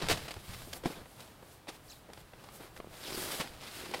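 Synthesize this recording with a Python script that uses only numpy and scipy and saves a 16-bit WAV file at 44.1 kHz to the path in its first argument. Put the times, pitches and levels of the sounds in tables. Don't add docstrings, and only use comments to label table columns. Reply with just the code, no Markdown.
import sys
import numpy as np
from scipy import signal
from scipy.fft import rfft, irfft
from scipy.io import wavfile

SR = 44100
rng = np.random.default_rng(int(sys.argv[2]) if len(sys.argv) > 2 else 0)


def wav_record(signal):
    frames = np.transpose(np.atleast_2d(signal))
    bounded = np.clip(frames, -1, 1)
    quanta = np.round(bounded * 32767).astype(np.int16)
    wavfile.write(sys.argv[1], SR, quanta)


N = 176400
T = np.arange(N) / SR

# (frequency [Hz], relative level [dB])
OUTDOOR_EQ = [(15, -20), (28, 2.5), (60, 2), (130, 3), (200, -3.5), (670, -6.5), (1200, -10), (2070, -15.5),
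              (4040, -18.5), (6370, -25), (9000, -23.5), (15000, -27)]
OUTDOOR_SIDE_EQ = [(20, -5), (70, 5.5), (150, -1), (400, -0.5), (2000, -43), (15000, -38)]
# (frequency [Hz], side relative to mid [dB])
WIDTH_EQ = [(30, -12), (70, -19), (140, -15), (300, -37), (1000, -51), (4000, -38.5), (8000, -32),
            (15000, -67)]
# (start [s], level [dB], decay [s])
THUDS = [(0.023, -37.5, 0.061), (.09, -35.5, 0.066), (0.359, -45, 0.033), (.478, -42, 0.023),
         (0.514, -47.5, 0.074), (0.619, -52, 0.17), (0.849, -57, 0.034), (0.956, -48, 0.034),
         (2.759, -54, 0.11), (3.082, -53, .15), (3.482, -52, 0.084)]
# (frequency [Hz], relative level [dB])
THUD_EQ = [(20, -5), (45, -7), (80, -4), (140, -2), (200, -10), (400, -48), (1500, -72)]
# (middle [s], half length [s], level [dB])
JUDDER_SPANS = [(3.175, 0.12, -46), (3.9, 0.14, -51.5)]
# (start [s], length [s], start pitch [Hz], end pitch [Hz], level [dB])
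ZIPS = [(0.923, 0.031, 2000, 2680, -54.5), (.945, .055, 4000, 3290, -58), (1.874, 0.059, 3600, 9240, -57.5),
        (1.894, 0.022, 4450, 3700, -53.5), (1.909, 0.032, 6200, 3170, -55), (1.911, 0.02, 3300, 2100, -58),
        (1.927, 0.062, 3800, 3950, -65), (3.013, 0.042, 4700, 5700, -55), (3.037, 0.054, 4000, 2590, -49.5),
        (3.054, .055, 5800, 4370, -49.5), (3.112, .06, 5500, 4400, -48)]
# (start [s], level [dB], pitch [Hz], decay [s])
BUCKLES = [(.8572, -22.5, 730, 0.0031), (0.8574, -18, 346, 0.0051), (0.864, -24.5, 240, 0.0066),
           (.901, -33, 300, 0.0032), (2.8014, -25, 660, 0.00072), (2.845, -30.5, 494, 0.00096),
           (2.872, -35.5, 400, 0.0014), (3.3991, -28, 200, 0.004)]
# (start [s], rise [s], hold [s], decay [s], level [dB], bass [dB], treble [dB])
CREASE_BURSTS = [(0.086, .0004, 0.00066, 0.0077, -27, -3, 11), (0.09, 0.011, 0.024, 0.014, -27, 1.5, 7),
                 (0.169, 0.0059, .002, 0.0049, -38, 2, 4), (0.279, 0.003, 0.0049, 0.0079, -40, -3, -5),
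                 (.307, 0.0008, 0.01, 0.004, -40.5, -9, 3), (.3402, 0.00043, 0.0016, 0.0013, -42, 0, 11),
                 (.3635, 0.0012, 0.005, 0.0037, -44.5, 13, -10), (.588, .002, .002, 0.0028, -53, -8, 6),
                 (0.67, 0.0041, .003, 0.0056, -46.5, 31, -12), (.729, 0.0026, 0.0053, 0.0019, -38, -11, 11),
                 (0.8348, .001, 0.0037, 0.017, -40, 21, 3), (0.849, .002, .003, 0.0023, -43, -1, 2),
                 (.857, 0.00034, 0.0055, 0.011, -33.5, 12.5, 1.5),
                 (0.899, 0.0028, 0.0082, 0.0028, -43, 21, -19), (1.055, 0.0023, 0.0024, .004, -50, -9, -20),
                 (1.204, 0.0013, 0.0018, .004, -47, 0, 20), (1.425, .001, 0.0027, .004, -47.5, 9, -24),
                 (1.67, 0.0018, 0.0061, 0.003, -49.5, 4, -4), (1.678, 0.009, 0.007, 0.011, -40, 3.5, 5),
                 (2.088, 0.0016, 0.0024, 0.0035, -49.5, 10, -34),
                 (2.099, .002, 0.0019, .003, -46.5, 13, -18), (2.133, 0.00073, 0.0014, 0.0033, -45, -2, 12),
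                 (2.173, 0.0028, 0.0018, 0.0025, -46.5, -5, -8),
                 (2.333, .002, 0.0016, 0.0036, -48, -11, -22), (2.437, 0.0029, 0.0022, 0.0065, -50, 0, 5),
                 (2.4875, 0.00059, .001, .002, -45, -24, -15),
                 (2.602, 0.0034, 0.0048, 0.0036, -46.5, 17, -8),
                 (2.762, 0.0032, 0.0012, 0.0035, -46, -11, -3),
                 (2.774, 0.0008, 0.00092, .003, -46.5, -16, 0),
                 (2.801, 0.0012, 0.0011, 0.0018, -39, -3, -20), (3.196, .004, .01, .006, -49, -10, 16),
                 (3.316, 0.0016, .002, 0.0052, -38, -11, 22), (3.326, 0.0041, 0.019, .008, -44.5, -4, 5),
                 (3.399, 0.0013, 0.014, 0.012, -34, -3, 4), (3.632, 0.0011, .003, .003, -48, -15, 3),
                 (3.91, .003, .003, .005, -41.5, 12, 6), (3.934, 0.0068, 0.0057, 0.005, -31.5, -3, -4)]
# (frequency [Hz], relative level [dB])
CREASE_EQ = [(35, -33), (70, -16), (250, -3), (450, 3), (750, 1), (1450, -4.5), (2200, -4.5), (3600, -7.5),
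             (5000, -10.5), (6200, -17), (8500, -18), (11000, -22), (15000, -31)]
# (peak time [s], rise [s], fall [s], skin drumming [dB], rasp [dB], hiss [dB])
RUB_STROKES = [(.025, .1, 0.077, -42.5, -44, -63), (.16, 0.12, 0.19, -51.5, -49, -55.5),
               (0.559, 0.18, 0.098, -59.5, -54, -55.5), (.64, 0.072, 0.14, -61, -58, -56),
               (.752, 0.019, 0.035, -52.5, -58, -50.5), (.88, 0.032, 0.088, -50, -52.5, -55),
               (0.964, 0.017, 0.066, -52, -57.5, -63), (1.12, 0.08, 0.087, -81, -67.5, -62.5),
               (1.21, 0.057, 0.12, -56.5, -58.5, -60.5), (1.53, 0.12, 0.059, -65.5, -67.5, -62.5),
               (1.745, .04, .03, -58, -58, -60.5), (1.925, 0.09, 0.077, -70, -69, -60),
               (2.2, 0.067, 0.024, -63, -63.5, -63), (2.46, 0.12, 0.13, -61, -65.5, -68.5),
               (2.56, 0.039, 0.033, -60, -62, -54), (2.635, 0.054, 0.059, -53.5, -59.5, -61),
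               (2.775, 0.032, 0.027, -63, -72, -60.5), (2.961, 0.054, 0.13, -57, -56.5, -59),
               (3.13, 0.13, 0.3, -48, -46, -50), (3.22, 0.086, 0.11, -49.5, -47.5, -43.5),
               (3.34, 0.05, 0.085, -45.5, -46, -44.5), (3.448, 0.095, 0.046, -49, -49.5, -67),
               (3.539, 0.085, 0.07, -60, -59.5, -65), (3.66, 0.063, 0.09, -54, -50, -58.5),
               (3.78, 0.09, 0.055, -58.5, -48.5, -52), (3.85, 0.089, 0.14, -53, -51, -57),
               (3.99, .07, .08, -49, -49, -56.5)]
# (frequency [Hz], relative level [dB])
SKIN_EQ = [(60, -13), (130, -6.5), (200, -2), (380, -1), (650, -1.5), (900, -4.5), (1500, -8),
           (2500, -19.5), (6000, -50)]
RASP_EQ = [(300, -32), (1200, -2), (2000, -1), (3000, 0), (4000, -1), (5000, -2.5), (6000, -10),
           (9000, -12), (15000, -27)]
HISS_EQ = [(1500, -24), (4500, -4), (6500, -4), (8500, -1), (11000, -1), (13000, -2), (15500, -7.5)]

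BASS_SHELF_HZ, TREBLE_SHELF_HZ = 520, 3500
OUTDOOR_DB, OUTDOOR_SIDE_DB = -56, -79
ECHO_S, ECHO_DB, TAIL_DECAY_S, TAIL_DB = .0115, -21, .026, -19
JUDDER_PER_S, JUDDER_SCATTER, SKIN_HZ, SKIN_RING_S = 48, .25, 366, .0035
ZIP_JITTER, ZIP_FLUTTER_DB, ZIP_WOBBLES_PER_S = .09, 4, 2500
GRIP_DB, TICK_VS_RASP_DB = 1.5, -11.5


def undb(db):
    return 10 ** (np.asarray(db) / 20)


def unit_rms(x):
    return x / np.sqrt(np.mean(x ** 2))


def convolve(x, impulse):
    return signal.fftconvolve(x, impulse)[:len(x)]


def eq(x, curve, bass_db=0, treble_db=0):
    size = 4096
    f = np.maximum(np.fft.rfftfreq(size, 1 / SR), 1)
    hz, db = np.array(curve, float).T
    shelves_db = bass_db / (1 + (f / BASS_SHELF_HZ) ** 2) + treble_db / (1 + (TREBLE_SHELF_HZ / f) ** 2)
    gain = undb(np.interp(np.log(f), np.log(hz), db) + shelves_db)
    cepstrum = irfft(np.log(gain))
    cepstrum[1:size // 2] *= 2
    cepstrum[size // 2 + 1:] = 0
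    impulse = irfft(np.exp(rfft(cepstrum)))
    return convolve(x, impulse / np.linalg.norm(impulse))


def clicks(per_s, spread_db, samples=N):
    chance, strength, sign = rng.random((samples, 3)).T
    size = undb(-spread_db * np.log(np.maximum(strength, .01)))
    return unit_rms((chance < per_s / SR) * size * np.sign(sign - .5))


def drift(per_s):
    return unit_rms(np.interp(T * per_s, np.arange(N), rng.standard_normal(N)))


def add(out, start, x):
    i = int(start * SR)
    out[i:i + len(x)] += x[:max(N - i, 0)]


def outdoors():
    return undb(OUTDOOR_DB + .6 * drift(per_s=7.28)) * eq(rng.standard_normal(N), OUTDOOR_EQ)


def tent(x):
    t = T[:SR // 6]
    tail = rng.standard_normal(len(t)) * np.exp(-t / TAIL_DECAY_S) * (t > ECHO_S / 2)
    reflections = undb(TAIL_DB) * tail / np.linalg.norm(tail)
    reflections[int(ECHO_S * SR)] += undb(ECHO_DB)
    return x + convolve(x, reflections)


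def stereo_side(mattress):
    hz, db = np.array(WIDTH_EQ, float).T
    width = undb(np.interp(np.log(np.fft.rfftfreq(N, 1 / SR) + 1), np.log(hz), db))
    scattered = irfft(1j * width * rfft(mattress), N)
    return scattered + undb(OUTDOOR_SIDE_DB) * eq(rng.standard_normal(N), OUTDOOR_SIDE_EQ)


def body_thuds(rise_s=.0037):
    out, t = np.zeros(N), T[:SR // 2]
    for start, db, decay in THUDS:
        envelope = np.minimum(t / rise_s, 1) * np.exp(-np.maximum(t - 2 * rise_s, 0) / decay)
        thud = eq(envelope * rng.standard_normal(len(t)), THUD_EQ)
        add(out, start, undb(db) * thud * np.linalg.norm(envelope) / np.linalg.norm(thud))
    return out


def hand_judder(jerks=260):
    out, t = np.zeros(N), T[:SR // 16]
    gap, strength = rng.standard_normal((jerks, 2)).T
    starts = np.cumsum(np.exp(JUDDER_SCATTER * gap)) / JUDDER_PER_S
    skin_ring = np.sin(2 * np.pi * SKIN_HZ * t) * np.exp(-t / SKIN_RING_S)
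    for start, db in zip(starts, 2 * strength):
        add(out, start, undb(db) * skin_ring)
    envelope = sum(undb(db) * np.exp(-((T - middle) / half) ** 4) for middle, half, db in JUDDER_SPANS)
    return unit_rms(out) * envelope


def weave_zips():
    out = np.zeros(N)
    for start, length, from_hz, to_hz, db in ZIPS:
        t = T[:int(length * SR)]
        knots = rng.standard_normal((2, N // 100))
        jitter, flutter = (np.interp(t * ZIP_WOBBLES_PER_S, np.arange(len(k)), k) for k in knots)
        hz = (from_hz + (to_hz - from_hz) * t / length) * (1 + ZIP_JITTER * jitter)
        tone = unit_rms(np.sin(2 * np.pi * np.cumsum(hz) / SR) * undb(ZIP_FLUTTER_DB * flutter))
        add(out, start, undb(db) * np.sin(np.pi * t / length) * tone)
    return out


def skin_pops(cutoff_hz=2220):
    out, t = np.zeros(N), T[:SR // 8]
    for start, db, hz, decay in BUCKLES:
        add(out, start, -undb(db) * np.sin(2 * np.pi * hz * t) * np.exp(-t / decay))
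    return signal.lfilter(*signal.butter(2, cutoff_hz, fs=SR), out)


def nylon_crumples():
    out, t = np.zeros(N), T[:SR // 4]
    for start, rise, hold, decay, db, bass_db, treble_db in CREASE_BURSTS:
        envelope = np.minimum(t / rise, 1) * np.exp(-np.maximum(t - rise - hold, 0) / decay)
        snaps = clicks(per_s=5000, spread_db=1.5, samples=len(t))
        burst = eq(envelope * snaps, CREASE_EQ, bass_db, treble_db)
        add(out, start, undb(db) * burst * np.linalg.norm(envelope) / np.linalg.norm(burst))
    return out


def nylon_rubbing():
    power = np.zeros((3, N))
    for peak, rise, fall, *layer_db in RUB_STROKES:
        swell = np.exp(-((T - peak) / np.where(T < peak, rise, fall)) ** 2)
        power += np.outer(undb(layer_db), swell) ** 2
    skin_gain, rasp_gain, hiss_gain = np.sqrt(power)
    grip = undb(GRIP_DB * drift(per_s=86))
    drumming = eq(skin_gain * grip * clicks(per_s=1700, spread_db=.5), SKIN_EQ)
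    rasp = eq(rasp_gain * grip * clicks(per_s=9000, spread_db=3.5), RASP_EQ)
    hiss = eq(hiss_gain * np.sqrt(grip) * rng.standard_normal(N), HISS_EQ)
    ticks = eq(rasp_gain * undb(TICK_VS_RASP_DB) * clicks(per_s=55, spread_db=4), CREASE_EQ)
    return drumming + rasp + hiss + ticks


def scene():
    bed = outdoors()
    direct = nylon_rubbing() + nylon_crumples() + skin_pops() + body_thuds() + weave_zips() + hand_judder()
    mattress = tent(direct)
    side = stereo_side(mattress)
    return bed + mattress + np.array([side, -side])


def record(dry):
    cutoff_hz = 15750
    return signal.sosfilt(signal.ellip(10, .2, 80, cutoff_hz, fs=SR, output="sos"), dry)


dry = scene()
out = record(dry)
wav_record(out)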